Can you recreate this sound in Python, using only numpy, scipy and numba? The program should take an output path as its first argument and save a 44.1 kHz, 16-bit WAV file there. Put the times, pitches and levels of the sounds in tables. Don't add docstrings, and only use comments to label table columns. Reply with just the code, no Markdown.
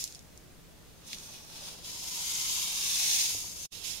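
import sys
import numpy as np
from scipy import signal
from scipy.fft import rfft, irfft
from scipy.io import wavfile
from numba import njit

SR = 44100
rng = np.random.default_rng(int(sys.argv[2]) if len(sys.argv) > 2 else 0)


def put_to_file(sound):
    columns = np.atleast_2d(sound).T
    safe = np.clip(columns, -1, 1)
    whole_steps = np.round(safe * 32767)
    wavfile.write(sys.argv[1], SR, whole_steps.astype(np.int16))


N = 176400
TOP_HZ = 15700


def undb(db):
    return 10 ** (np.asarray(db) / 20)


def unit(x):
    return x / np.sqrt(np.mean(x ** 2))


def curve(rows, column):
    rows = np.array(rows, float)
    return np.interp(np.arange(N) / SR, rows[:, 0], rows[:, column])


def colour(x, spectrum):
    hz, db = np.array(spectrum, float).T
    bins_hz = np.maximum(np.fft.rfftfreq(N, 1 / SR), 1)
    gain = undb(np.interp(np.log(bins_hz), np.log(hz), db))
    return unit(irfft(rfft(x) * gain, N))


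def pan(left_minus_right_db):
    gains = undb(np.array([left_minus_right_db, -left_minus_right_db]) / 2)
    return gains / np.sqrt(np.mean(gains ** 2, axis=0))


def walk(per_s):
    knots = rng.standard_normal(N // 20)
    return np.interp(np.arange(N) / SR * per_s, np.arange(len(knots)), knots)


@njit
def resonate(x, hz, width_hz):
    y, band_state, low_state = np.empty(len(x)), 0., 0.
    for i in range(len(x)):
        g, damping = np.tan(np.pi * hz[i] / SR), width_hz[i] / hz[i]
        band = (band_state + g * (x[i] - low_state)) / (1 + g * (g + damping))
        band_state = 2 * band - band_state
        low_state += 2 * g * band
        y[i] = damping * band
    return y


def resonate_twice(x, hz, width_hz):
    sides = [resonate(resonate(side, hz, width_hz), hz, width_hz) for side in x]
    return unit(np.array(sides) / np.sqrt(width_hz))


def room():
    # f/Hz, relative density/dB
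    air_spectrum = [(20, -4), (90, -4.5), (160, -6), (250, -9), (400, -12), (600, -15), (900, -20.5),
                    (2500, -24), (7000, -27.5), (15000, -30.5)]
    # f/Hz, level/dB
    hum_tones = [(60, -66.5), (164, -68)]
    air_db, shared_power = -54, 0.21
    air = np.sqrt(1 - shared_power) * rng.standard_normal((2, N))
    air += np.sqrt(shared_power) * rng.standard_normal(N)
    out = undb(air_db) * colour(air, air_spectrum)
    for hz, db in hum_tones:
        phase = 2 * np.pi * np.cumsum(hz + 3 * walk(per_s=12)) / SR
        out += undb(db) * unit(np.sin(phase) * undb(1.2 * walk(per_s=12)))
    return out


def tray_bumps():
    # t/s, level/dB
    bumps = [(3.349, -42.5), (3.442, -49)]
    # f/Hz, relative level/dB, T60/s
    tray_modes = [(67, -9, 0.13), (105, -4.5, 0.26), (298, -6.5, 0.098), (510, 1.5, 0.019),
                  (690, -4, 0.037)]
    out = np.zeros(N)
    for start_s, bump_db in bumps:
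        age_s = np.maximum(np.arange(N) / SR - start_s, 0)
        for hz, mode_db, t60_s in tray_modes:
            decay = np.exp(-np.log(1000) * age_s / t60_s)
            out += undb(bump_db + mode_db) * np.sin(2 * np.pi * hz * age_s) * decay
    return out


def grain_ticks():
    # t/s, relative level/dB, centre f/Hz
    ticks = [(0.0405, -14, 6500), (.0492, -28, 5500), (0.077, -28, 5600), (.108, -37, 6000),
             (.1245, -32, 5960), (0.1487, -29, 5460), (0.155, -31, 4800), (.1923, -34.5, 5800),
             (.376, -34, 6640), (1.131, -18.5, 3600), (1.146, -28, 3900), (1.185, -29, 5400),
             (3.1968, -19, 6000)]
    snap_db, decay_s, tail_db, tail_s, relative_width = 1, 0.0007, -16.5, 0.0085, 0.53
    out, t = np.zeros((2, N)), np.arange(N // 50) / SR
    envelope = np.exp(-t / decay_s) + undb(tail_db) * np.exp(-t / tail_s)
    for start_s, db, hz in ticks:
        contact = envelope * rng.choice([-1., 1.], (2, len(t)))
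        contact[:, 0] = undb(snap_db)
        centre_hz = np.full(len(t), float(hz))
        crack = np.array([resonate(side, centre_hz, relative_width * centre_hz) for side in contact])
        band_hz = [0.58 * hz, min(2.06 * hz, TOP_HZ)]
        crack = signal.sosfilt(signal.butter(4, band_hz, "band", fs=SR, output="sos"), crack)
        crack *= np.sqrt(np.sum(envelope ** 2) / np.sum(crack ** 2, axis=1, keepdims=True)) / 2
        i = int(start_s * SR)
        out[:, i:i + len(t)] += undb(db) * crack
    return out


def grains(per_s, spread_db=2.5):
    hits = rng.random((2, N)) < per_s / SR
    signs = rng.choice([-1, 1], (2, N))
    sizes = undb(spread_db * np.minimum(rng.exponential(size=(2, N)), 4))
    return unit(hits * signs * sizes)


def grain_flow(crossfeed=0, coarse_db=-13):
    impacts = grains(per_s=14000) + undb(coarse_db) * grains(per_s=260)
    return impacts + crossfeed * impacts[::-1]


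def hollow_rub(effort_db):
    # t/s, relative level/dB, f/Hz
    track = [(.95, -80, 800), (1.12, -64, 950), (1.45, -65, 790), (1.67, -55.5, 760), (1.8, -64, 740),
             (2.12, -57.5, 910), (2.44, -53.5, 990), (2.8, -57, 940), (3.2, -57, 930), (3.3, -62.5, 880),
             (3.76, -69, 790), (3.88, -62, 854), (4.0, -69, 850)]
    rub_db, waver_db, overtone_ratio, overtone_db = 1, 2.5, 1.7, -13
    hz = curve(track, 2) * np.exp(0.071 * walk(per_s=40))
    width_hz = np.interp(effort_db, [-55, -36.5], [950, 405])
    body = resonate_twice(grain_flow(crossfeed=0.1), hz, width_hz)
    body += undb(overtone_db) * resonate_twice(grain_flow(), hz * overtone_ratio, width_hz)
    return undb(rub_db + curve(track, 1) + waver_db * walk(per_s=110)) * body


def shovel_modes(effort_db):
    # f/Hz, width/Hz, relative level/dB
    modes = [(2274, 57, -3), (2730, 63, -3), (2920, 25, -8.5), (3700, 190, 0.5), (4000, 140, -8),
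             (5000, 180, 1), (5700, 110, -4), (6340, 73, -1), (6460, 140, -3)]
    modes_db, full_effort_db, growth_db_per_db = -7.5, -36.5, 0.3
    detune = np.exp(0.02 * walk(per_s=5))
    impacts, ring = grain_flow(), np.zeros((2, N))
    for hz, width_hz, db in modes:
        widths_hz = np.full(N, float(width_hz))
        ring += undb(db) * np.array([resonate(side, hz * detune, widths_hz) for side in impacts])
    return undb(modes_db + growth_db_per_db * (effort_db - full_effort_db)) * unit(ring)


def rim_scatter(x, decay_s=0.0088, scatter_db=-3.5):
    t, scattered = np.arange(N // 100) / SR, 0
    weights = np.array([walk(per_s=2.956) for _ in range(3)])
    for weight in weights / np.sqrt(np.sum(weights ** 2, axis=0)):
        echo = rng.standard_normal((2, len(t))) * np.exp(-t / decay_s)
        echo /= np.sqrt(np.sum(echo ** 2, axis=1, keepdims=True))
        scattered += weight * signal.fftconvolve(x, echo, axes=1)[:, :N]
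    return (x + undb(scatter_db) * scattered) / np.sqrt(1 + undb(scatter_db) ** 2)


def sliding_sand():
    # t/s, effort level/dB, relative crunch level/dB
    dab = [(0, -38.5, -16), (.05, -45.5, -9), (.1, -53, -9), (.17, -61, -5), (.24, -68.5, -8)]
    touch = [(.7, -73.5, 1), (1.04, -64.5, -1), (1.075, -49, -8), (1.1, -51, -3), (1.127, -44.5, -2),
             (1.148, -48.5, -1), (1.16, -52, -2.5), (1.22, -49.5, -7.5), (1.295, -52, -6), (1.35, -50.5, 0),
             (1.41, -56, -5.5), (1.46, -55, -7)]
    sweep = [(1.51, -53, -3.5), (1.56, -49, -2), (1.62, -50, -4), (1.67, -45, -3.5), (1.75, -53, -2.5),
             (1.82, -54.5, -3), (1.853, -46, -3), (1.96, -44.5, -7.5), (2.28, -36, -6.5), (2.62, -34.5, -6),
             (2.72, -37.5, -5.5), (2.95, -32, -8.5), (3.2, -30.5, -7), (3.54, -45.5, -15),
             (3.63, -42, -11.5), (3.66, -45, -12)]
    last_stroke = [(3.725, -46.5, -3), (3.82, -48, -2.5), (3.857, -39, -4), (3.915, -39, -4.5),
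                   (4.0, -49, -2.5)]
    # t/s, left minus right/dB, ring f/Hz
    blade_path = [(0, -1, 6900), (1.25, -1, 6340), (1.6, 0, 5030), (1.95, 1.1, 5300), (2.3, 0.5, 6530),
                  (3.2, 0, 6480), (3.62, 2, 6400), (3.72, -8.5, 5200), (4, -9.5, 5500)]
    # f/Hz, relative density/dB
    hiss_spectrum = [(1500, -30), (2400, -11), (3600, -8.5), (5300, 0), (6700, 0), (7900, -6.5), (8800, -5),
                     (11500, -7.5), (14000, -12), (15600, -14.5)]
    crunch_spectrum = [(400, -22.5), (1400, -20), (1850, -13.5), (2250, -5.5), (3000, 0), (3750, 2.5),
                       (4500, -1), (6000, -20.5)]
    hiss_db, crunch_db, ring_db, ring_width_hz = 2, 1.5, -6.5, 1150.
    strokes = [*dab, *touch, *sweep, *last_stroke]
    effort_db = curve(strokes, 1)
    surge_db = 0.88 * walk(per_s=130) + 0.5 * walk(per_s=22.12)
    hiss = undb(hiss_db) * colour(grain_flow(), hiss_spectrum)
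    crunch = undb(crunch_db + curve(strokes, 2)) * colour(grain_flow(crossfeed=0.1), crunch_spectrum)
    ring = undb(ring_db) * resonate_twice(grain_flow(), curve(blade_path, 2), np.full(N, ring_width_hz))
    scrape = undb(effort_db) * (hiss + crunch + ring + shovel_modes(effort_db))
    sand = undb(surge_db) * (scrape + hollow_rub(effort_db))
    return rim_scatter(sand) * pan(curve(blade_path, 1))


def scene():
    return sliding_sand() + grain_ticks() + tray_bumps() + room()


def record(dry):
    start_s, end_s, fade_s, dip_db = 3.67, 3.714, 0.024, -43.5
    t = np.arange(N) / SR
    dip = np.clip(np.minimum(t - start_s, end_s - t) / fade_s + 0.5, 0, 1)
    lowpass = signal.ellip(10, 0.2, 80, TOP_HZ, fs=SR, output="sos")
    return signal.sosfilt(lowpass, dry * undb(dip_db * dip))


dry = scene()
out = record(dry)
put_to_file(out)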